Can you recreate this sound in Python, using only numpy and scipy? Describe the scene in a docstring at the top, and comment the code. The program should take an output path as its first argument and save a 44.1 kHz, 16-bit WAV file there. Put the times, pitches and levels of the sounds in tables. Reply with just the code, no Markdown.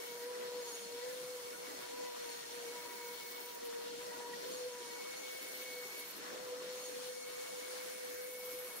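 """Band saw making short cuts

A band saw runs in a workshop while its blade makes short cuts into a small round of wood.
The blade hums at a wandering pitch, a sine with overtones; its teeth whine at the tooth rate and throb
once per wheel turn. Noise around a moving centre hisses in the kerf, a thin whistle sounds between cuts,
the wood squeaks now and then; guides and frame ring on narrow noise in a broad rush, wide in stereo."""
import sys
import numpy as np
from scipy import signal
from scipy.io import wavfile
from scipy.ndimage import uniform_filter1d

SR = 44100
rng = np.random.default_rng(int(sys.argv[2]) if len(sys.argv) > 2 else 0)


def gain_from_db(level_db):
    """Turn a decibel level (scalar or array-like) into a linear amplitude factor."""
    decades = np.asarray(level_db, float) / 20
    return 10 ** decades


def transcribe(u):
    """Save the signal u as a 16-bit wav file named by the first command-line argument.

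    u: samples, shape (n,) or (channels, n), limited to [-1, 1]; the rate is SR.
    q: integer samples, one column per channel.
    """
    v = np.clip(np.atleast_2d(u).T, -1, 1)
    q = np.round(v * 32767).astype(np.int16)
    wavfile.write(sys.argv[1], SR, q)


N = 388080

# The hum wanders between the sides. Each row: time in seconds, lead of left over right in radians.
HUM_LEAD = [(0, -1.6), (.2, 0), (.42, -1.3), (.64, .9), (.72, -.4), (.92, -.8), (1.02, 1.2), (1.14, 1.3),
            (1.26, -.2), (1.41, -.3), (1.54, -2), (1.76, -1.5), (1.86, -3.45), (1.95, -2.85), (2.06, -2.85),
            (2.13, -3.45), (2.24, -3.6), (2.32, -4.6), (2.42, -3.9), (2.5, -4.9), (2.8, -5.7), (2.93, -4.5),
            (3.05, -5.9), (3.16, -5.9), (3.21, -3.3), (3.26, -4.5), (3.49, -6), (3.52, -3.14),
            (3.64, -3.14), (3.67, -3.7), (3.72, -3.6), (3.74, -3.14), (3.79, -2.6), (3.82, -3.14),
            (3.85, -3.14), (3.88, -4.1), (4.02, -5.6), (4.1, -4.4), (4.26, -5.6), (4.44, -4), (4.78, -6.3),
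            (4.96, -8.1), (5.02, -9.2), (5.18, -10), (5.25, -8.3), (5.34, -8.8), (5.54, -7.7), (5.6, -6.3),
            (5.7, -7), (5.8, -6.3), (6.42, -7.7), (6.6, -6.4), (6.82, -6.6), (6.95, -4.6), (7.1, -5.2),
            (7.18, -3.7), (7.26, -3.7), (7.29, -4.5), (7.37, -4.5), (7.395, -3.14), (7.51, -3.14),
            (7.525, -1.9), (7.65, -2.5), (7.72, -1.5), (7.9, -2.3), (8.26, -1.6), (8.45, .4), (8.6, -1),
            (8.8, 1.9)]
# Grazing touches of the wood. Each row: centre in seconds, level of the shrill overtones in dB,
# half width in seconds.
GRAZES = [(.73, -52, 0.11), (2.33, -57, 0.064), (4.55, -53, 0.05), (6.86, -53, 0.059)]
# Teeth bite in the wood. Each row: start in seconds, end in seconds, whine at start in dB, whine at end in dB.
BITES = [(-.3, 0.143, -42, -60.5), (0.723, 1.706, -67, -60), (2.7, 3.42, -58.5, -56),
         (4.942, 6.007, -54.5, -52), (7.214, 8.7, -56.5, -58)]
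BITE_RISE_S, BITE_FALL_S = 0.17, 0.16
# Hiss in the kerf. Each row: start in seconds, end in seconds, centre at start in Hz, centre at end in Hz,
# level at end in dB.
KERF = [(-.3, 0.23, 13200, 13400, -61), (2.85, 3.551, 15600, 14870, -57.5),
        (5.302, 6.113, 14740, 12930, -58.5), (8.159, 8.805, 13370, 11120, -56.5)]
KERF_RISE_S, KERF_FALL_S, KERF_QUIET_DB = 0.22, 0.08, -80


def rms_one(x):
    """Scale to rms 1."""
    return x / np.sqrt(np.mean(x ** 2) + 1e-20)


def in_time(rows):
    """Columns of a table, joined by straight lines, at every sample."""
    s, *columns = np.transpose(rows)
    return [np.interp(np.arange(N) / SR, s, c) for c in columns]


def held(rows):
    """Columns of a table, each value held until the next row, with a short glide across each step."""
    glide_s = 0.033
    s, *columns = np.transpose(rows)
    row = np.clip(np.searchsorted(s, np.arange(N) / SR, "right") - 1, 0, None)
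    return [uniform_filter1d(c[row], int(glide_s * SR), mode="nearest") for c in columns]


def bumps(rows):
    """Sum of bell-shaped swells from (s, height, half width s) rows."""
    t = np.arange(N) / SR
    return sum(height * np.exp(-((t - s) / width) ** 2) for s, height, width in rows)


def plateau(start, end, rise, fall):
    """Climbs from 0 to 1 just before start, stays at 1 until end, falls back to 0 after it."""
    t = np.arange(N) / SR
    return np.clip(np.minimum(1 + (t - start) / rise, 1 - (t - end) / fall), 0, 1)


def at_hz(points, hz):
    """Read a (Hz, value) table on a log frequency axis."""
    table_hz, values = np.transpose(points)
    return np.interp(np.log(hz), np.log(table_hz), values)


def sides(hz):
    """Left and right gain at one frequency."""
    # Stereo balance. Each row: frequency in Hz, left over right in dB.
    left_over_right = [(60, 1), (240, 0), (950, 1.0), (3770, 2), (15000, -1.5)]
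    return gain_from_db(at_hz(left_over_right, hz) / 2 * np.array([[1], [-1]]))


def drift(rate):
    """Slow random curve of spread 1: noise at a fortieth of SR through two equal poles at rate (Hz)."""
    pole = np.exp(-80 * np.pi * rate / SR)
    noise = rng.standard_normal(N // 40 + 2002)
    slow = signal.lfilter([1], [1, -2 * pole, pole * pole], noise)[2000:]   # skip the filter's start
    return np.interp(np.arange(N) / 40, np.arange(len(slow)), rms_one(slow))


def tone(turns, lead, hz, waver, flicker_db, waver_rate=19.4):
    """A sine whose phase (waver, radians) and level waver on each side, left ahead by lead (radians)."""
    half = np.array([[.5], [-.5]]) * lead
    shake = np.array([waver * drift(waver_rate) for side in "LR"])
    # most of the flicker is common to both sides
    flicker = flicker_db * (drift(33.0) + 0.45 * np.array([drift(25) for side in "LR"]))
    return np.sqrt(2) * sides(hz) * gain_from_db(flicker) * np.sin(2 * np.pi * turns + half + shake)


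def narrow_noise(turns, width_hz):
    """Stereo noise in a band around a moving centre: slow noise carried on a sine; rms 1."""
    low = signal.butter(2, width_hz / 2, fs=SR, output="sos")
    a, b = signal.sosfilt(low, rng.standard_normal((2, 2, N)))
    return rms_one(a * np.cos(2 * np.pi * turns) + b * np.sin(2 * np.pi * turns))


def hum():
    """The blade hums; octave and overtones follow its pitch."""
    # The hum settles on a new pitch and level. Each row: start in seconds, pitch in Hz, level in dB,
    # level of its octave in dB.
    hum_steps = [(0, 481, -51, -58.5), (.26, 491, -46.5, -57), (.62, 482, -51, -58),
                 (.72, 477, -53.5, -58.5), (.83, 476.5, -50.5, -62), (.98, 484, -52, -56),
                 (1.03, 498, -45, -57), (1.1, 498.7, -44.5, -68), (1.22, 498.5, -45.5, -72),
                 (1.35, 492, -47.5, -62), (1.41, 487.5, -50.5, -58.5), (1.7, 487, -53, -59.5),
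                 (1.82, 487, -50, -59), (1.92, 487.5, -47, -57), (2, 490, -44.5, -55.5),
                 (2.11, 485, -49, -57), (2.21, 480, -51, -56.5), (2.32, 477, -52, -59.5),
                 (2.6, 476, -48, -65), (2.72, 482.5, -54, -56), (3.2, 480, -53.5, -60),
                 (3.3, 486, -54, -58), (3.5, 481, -54.5, -58.5), (3.61, 473.5, -47, -62),
                 (3.82, 476, -47.5, -60), (3.99, 488, -48, -55.5), (4.1, 482, -51.5, -53.5),
                 (4.44, 490, -47, -57), (4.5, 499.5, -46, -67), (4.7, 486, -50.5, -57),
                 (4.82, 483, -51, -55.5), (5.01, 497, -47, -64), (5.11, 500.5, -52, -72),
                 (5.7, 496, -52, -72), (5.89, 482, -61, -66), (6.1, 483, -62, -68), (6.2, 486, -55, -61),
                 (6.3, 494, -49.5, -62), (6.35, 498.5, -46.5, -63), (6.6, 498, -47, -69),
                 (6.9, 499.5, -48.3, -73), (8.68, 487, -57, -64)]
    # Each row: multiple of the pitch, level in dB relative to the octave.
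    hum_overtones = [(3, -16), (4, -14.5)]
    # The octave wanders much like the hum, about twice as far.
    # Each row: time in seconds, lead of left over right in radians.
    octave_wander = [(0.0, 2.6), (0.2, 5.4), (0.42, 3.8), (0.64, 7.7), (0.72, 4.5), (0.79, 3.7),
                     (1.02, 8.0), (1.21, 8.5), (1.54, 2.4), (1.76, 3.3), (1.93, -1.1), (1.98, 0.4),
                     (2.1, 0.1), (2.3, -3.7), (2.43, -2.4), (2.5, -4.1), (2.72, -5.8), (2.87, -6.3),
                     (3.0, -4.6), (3.05, -6.2), (3.12, -5.8), (3.22, -11.1), (3.37, -9.5), (3.52, -13.6),
                     (3.71, -13.8), (3.79, -12.1), (4.01, -17.5), (4.09, -15.9), (4.28, -18.1),
                     (4.48, -14.7), (4.7, -18.1), (4.8, -18.8), (4.93, -16.6), (5.08, -18.8)]
    wobble_hz = 2.1
    firm_waver_rad, firm_db = 0.08, -45   # a hum this loud wavers this much, a weaker one more

    hz, level_db, octave_db = held(hum_steps)
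    lead, = in_time(HUM_LEAD)
    turns = np.cumsum(hz + wobble_hz * drift(6.08)) / SR
    waver = firm_waver_rad * gain_from_db(np.clip(firm_db - level_db, 0, 10))
    out = gain_from_db(level_db + 1.5 * drift(6.0)) * tone(turns, lead, 580, waver, flicker_db=1.4)

    # past the last row the octave's lead is exactly twice the hum's
    octave_lead = np.where(np.arange(N) / SR < octave_wander[-1][0], in_time(octave_wander)[0], 2 * lead)
    out += gain_from_db(octave_db) * tone(2 * turns, octave_lead, 830, waver=0.5, flicker_db=2.2)
    for k, db in hum_overtones:
        out += gain_from_db(octave_db + db) * tone(k * turns, k * lead, k * 490, waver=0.82, flicker_db=6.0)
    return out


def whine_db():
    """The whine idles low, rises into each bite and moves from its first level to its last."""
    idle_db = -69
    t, level = np.arange(N) / SR, idle_db
    for start, end, first_db, last_db in BITES:
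        bite_db = np.interp(t, [start, end], [first_db, last_db])
        level = level + (bite_db - idle_db) * plateau(start, end, BITE_RISE_S, BITE_FALL_S)
    return level


def wheel(depth):
    """The bite eases briefly once per wheel turn."""
    wheel_hz, strongest_s = 16.7, 5.25   # turns per second, one moment of strongest bite
    turn = wheel_hz * (np.arange(N) / SR - strongest_s)
    return 1 - np.clip(depth, 0, 1) * np.sin(np.pi * turn + 0.1 * drift(0.64)) ** 6


def teeth():
    """Teeth pass at a nearly steady rate and whine; a grazing touch brings out the upper overtones."""
    # Partials of the whine. Each row: multiple of the tooth rate, level in dB relative to the whine.
    whine_partials = [(1, 0), (2, -12), (6, -17)]
    # Partials of a graze. Each row: multiple of the tooth rate, level in dB relative to the graze.
    shrill_partials = [(1, -17), (2, -6), (3, -1), (4, -6.5), (5, -9), (6, -10)]
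    # In the hardest bite the whine sways quickly between the sides.
    # Each row: time in seconds, lead of left over right in radians.
    hard_sway = [(4.8, 0.7), (4.95, 1.6), (5.18, -2.5), (5.25, -0.8), (5.3, 2.2), (5.37, 1.7), (5.42, 4.6),
                 (5.55, 3.7), (5.65, 6.7), (5.77, 5.9), (5.89, 10.1), (5.97, 8.3), (6.02, 11.6),
                 (6.09, 8.8)]
    tooth_hz, tooth_wobble = 2213.5, 0.0022   # the wobble is a share of the rate
    easy_sway_rad = 1.5   # random sway between the sides outside the hardest bite

    whine = gain_from_db(whine_db())
    shrill = bumps([(s, gain_from_db(db), width) for s, db, width in GRAZES])
    turns = np.cumsum(tooth_hz * (1 + tooth_wobble * drift(7.9))) / SR
    hardest = plateau(hard_sway[0][0], hard_sway[-1][0], BITE_RISE_S, BITE_FALL_S)
    hard_lead, = in_time(hard_sway)
    out = 0
    for level, partials in (whine, whine_partials), (shrill, shrill_partials):
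        for k, db in partials:
            lead = hardest * k * hard_lead + (1 - hardest) * easy_sway_rad * drift(7)
            waver = (0.9 - 0.45 * hardest) * k ** 0.5   # a hard bite steadies it
            partial = tone(k * turns, lead, k * tooth_hz, waver, flicker_db=1.5, waver_rate=20)
            out = out + level * gain_from_db(db) * partial
    return out * wheel(depth=0.45)


def kerf_db():
    """Level of the hiss in the slot: it rises, grows through each cut and falls."""
    grows_db = 2   # from start to end of a cut
    t, level = np.arange(N) / SR, KERF_QUIET_DB
    for start, end, _, _, db in KERF:
        cut_db = db + np.interp(t, [start, end], [-grows_db, 0])
        level = level + (cut_db - KERF_QUIET_DB) * plateau(start, end, KERF_RISE_S, KERF_FALL_S)
    return level


def kerf():
    """Chips hiss in the slot, its resonance moving as the cut deepens; now and then a puff of chips escapes."""
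    # Chips blown out of the slot. Each row: centre in seconds, level in dB.
    chip_puffs = [(1.82, -56), (3.66, -52), (5.58, -53), (6.0, -48.5), (6.1, -52), (6.17, -52.5),
                  (8.46, -55)]
    puff_hz, puff_s, flicker_db = 12760, 0.022, 3

    centres = []
    for start, end, first_hz, last_hz, _ in KERF:
        centres += [(start - KERF_RISE_S, first_hz), (start, first_hz),
                    (end, last_hz), (end + KERF_FALL_S, last_hz)]
    hz, = in_time(centres)
    turns = np.cumsum(hz) / SR
    core = narrow_noise(turns, width_hz=1100)
    skirt = gain_from_db(-1) * narrow_noise(turns, width_hz=5000)
    hiss = gain_from_db(kerf_db() + flicker_db * drift(25)) * (core + skirt)

    puff_level = bumps([(s, gain_from_db(db), puff_s) for s, db in chip_puffs])
    puffs = puff_level * narrow_noise(puff_hz * np.arange(N) / SR, width_hz=5700)
    return sides(13000) * (hiss + puffs)


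def swells_db():
    """All parts drift; rumble shifts at a few moments, grazes lift the hiss, wood on the blade sizzle and top."""
    # Slow drift of the rush. Each row: time in seconds, rumble in dB, rasp in dB, hiss in dB, sizzle in dB,
    # top in dB.
    rush_drift = [(0, -2.5, 1, 1.5, 2, 2), (.4, -0.5, -0.5, 1.5, -1, 0.5), (1.2, -2.5, -1, 1, 1, 0.5),
                  (2.3, -1, 1, 2.5, -.5, 2.5), (3.7, -3, -1, 2, 0, 1), (4.4, 2, 0, 1.5, 0, 2),
                  (4.7, -3, -0.5, 0.5, 0.5, -4), (5.2, -1, 0, 2.5, 1, 2), (5.6, -2.5, -1, 2.5, 1, 0.5),
                  (6.6, 0, 2, 2, -1, 1), (7.1, -3, -1, 1.5, 1.5, 0), (7.6, -4, 1.5, 1, 2.5, 0),
                  (8.5, -4, -0.5, -0.5, 1.5, 4.5), (8.8, -2, 0.5, 0.5, 0.5, 2)]
    # Rumble and rasp rise or dip briefly at a few moments, most at 6.26 s.
    # Each row: centre in seconds, rumble gain in dB.
    rumble_moments = [(.19, -1.5), (1.79, 1.5), (4.15, -1.5), (4.43, 0), (6.26, 6)]
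    moment_s, rasp_share = 0.088, 0.17
    graze_hiss_db, graze_hiss_s = 1.5, 0.32
    # a touch lasts from just before the graze that opens a cut to just after its bite
    touch_sizzle_db, touch_top_db, ahead_s, after_s = 1, 3.5, 0.094, 0.046

    rumble, rasp, hiss, sizzle, top = in_time(rush_drift)
    shift = bumps([(s, db, moment_s) for s, db in rumble_moments])
    hiss = hiss + bumps([(s, graze_hiss_db, graze_hiss_s) for s, _, _ in GRAZES])
    starts = [0] + [s for s, _, _ in GRAZES]   # the first cut is already under way
    touch = sum(plateau(s - ahead_s, bite[1] + after_s, 0.071, 0.083) for s, bite in zip(starts, BITES))
    columns = [rumble + shift,
               rasp + rasp_share * shift,
               hiss,
               sizzle + touch_sizzle_db * touch + hiss / 2,
               top + touch_top_db * touch]
    return np.array([c - c.mean() for c in columns])


def swell_db(hz, swells):
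    """How far the rush stands above its mean near one frequency."""
    # Where rumble, rasp, hiss, sizzle and top are centred. Each entry: frequency in Hz.
    rush_hz = [400, 1500, 4000, 9000, 13000]
    shares = [np.interp(np.log(hz), np.log(rush_hz), row) for row in np.eye(len(rush_hz))]
    return np.array(shares) @ swells


def rings(swells):
    """Guides and frame ring on narrow bands of noise, swelling more than the rush around them."""
    # Ringing guides and frame. Each row: centre in Hz, width in Hz, level in dB.
    ring_bands = [(616, 45, -75.5), (4330, 113, -63), (5385, 136, -66.5), (5874, 150, -66.5),
                  (6600, 690, -64), (9600, 170, -67.5), (9340, 1700, -64.5)]
    ring_swell = 2.2   # dB of a ring's swell per dB of the rush's
    t, out = np.arange(N) / SR, 0
    for hz, width_hz, db in ring_bands:
        level = gain_from_db(db + ring_swell * swell_db(hz, swells) + 1.9 * drift(12.3))
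        out = out + level * sides(hz) * narrow_noise(hz * t, width_hz)
    return out


def rush(swells, patchy_db):
    """Half-octave bands of noise, each with its own swell and flicker; a faint motor buzz ripples it."""
    # Colour of the rush. Each row: frequency in Hz, relative level per Hz in dB.
    colour = [(20, -38), (60, -35.5), (110, -31), (250, -14), (450, -10.5), (800, -16.5), (1900, -14),
              (2600, -19.5), (4000, -13.5), (6200, -24.5), (7500, -14), (9500, -22), (12000, -25.5),
              (15700, -23)]
    # Each row: frequency in Hz, left-right likeness (0 to 1) before the hum's lead scales it.
    likeness = [(300, 0.27), (1500, 0.097), (3000, 0), (6000, 0)]
    level_db = -49.5
    near_zero_rad = 0.92   # the low rush is more alike left and right when the hum's lead is near zero

    edges = 22 * 2 ** np.arange(0, 9.8, .5)
    out, together = 0, drift(6)
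    white = rng.standard_normal((2, 2, N))
    lead, = in_time(HUM_LEAD)
    # whole turns of lead count as zero
    alike_scale = 0.12 + np.exp(-(2 * np.sin(lead / 2) / near_zero_rad) ** 2)
    for k, (low, high) in enumerate(zip(edges, edges[1:])):
        band = signal.butter(2, [low, high], "band", fs=SR, output="sos")
        mid, side = signal.sosfilt(band, white[k % 2])   # neighbouring bands draw on different noise
        hz = np.sqrt(low * high)
        alike = np.clip(at_hz(likeness, hz) * alike_scale, 0, 1)
        patches = drift(9.5) * (1000 / hz) ** 0.36   # the low bands are the lumpiest
        gain = gain_from_db(at_hz(colour, hz) + swell_db(hz, swells) + patchy_db * (0.35 * together + patches))
        stereo = np.sqrt(1 + alike) * mid + np.sqrt(1 - alike) * side * [[1], [-1]]
        out = out + gain * sides(hz) * stereo
    turn = 2 * np.pi * 123.4 * np.arange(N) / SR
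    buzz = 1 + 0.1 * np.cos(turn) + 0.11 * np.cos(2 * turn)
    return gain_from_db(level_db) * rms_one(out) * buzz


def whistle():
    """A thin high whistle of the free-running blade, damped while the kerf hisses."""
    whistle_hz, free_db = 13646, -66.5
    level = gain_from_db(free_db - 0.43 * (kerf_db() - KERF_QUIET_DB))
    turns = whistle_hz * np.arange(N) / SR
    return level * tone(turns, 3.5 * drift(2.0), whistle_hz, waver=2.2, flicker_db=1.5)


def squeaks():
    """The wood squeaks briefly against the blade: short swells of a wavering sine."""
    # Each row: centre in seconds, pitch in Hz, level in dB, half width in seconds.
    squeak_rows = [(1.1, 1745, -63, .045), (2.44, 1860, -67, .04), (4.13, 1925, -61, .07)]
    t, out = np.arange(N) / SR, 0
    for s, hz, db, width in squeak_rows:
        out = out + bumps([(s, gain_from_db(db), width)]) * tone(hz * t, 0, hz, waver=0.45, flicker_db=4.5)
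    return out


def scene():
    """All parts of the saw together."""
    swells = swells_db()
    blade = hum() + teeth() + squeaks()
    slot = kerf() + whistle()
    return blade + slot + rings(swells) + rush(swells, patchy_db=2.0)


def band_limit(x):
    """A steep low-pass at the top of the band."""
    return signal.sosfilt(signal.butter(12, 16460, fs=SR, output="sos"), x)


def record(dry):
    """A steep low-pass cuts the top of the mix."""
    top_cut = signal.ellip(12, .3, 60, 15740, fs=SR, output="sos")
    finished = signal.sosfilt(top_cut, dry)
    return band_limit(finished)


dry = scene()
out = record(dry)
transcribe(out)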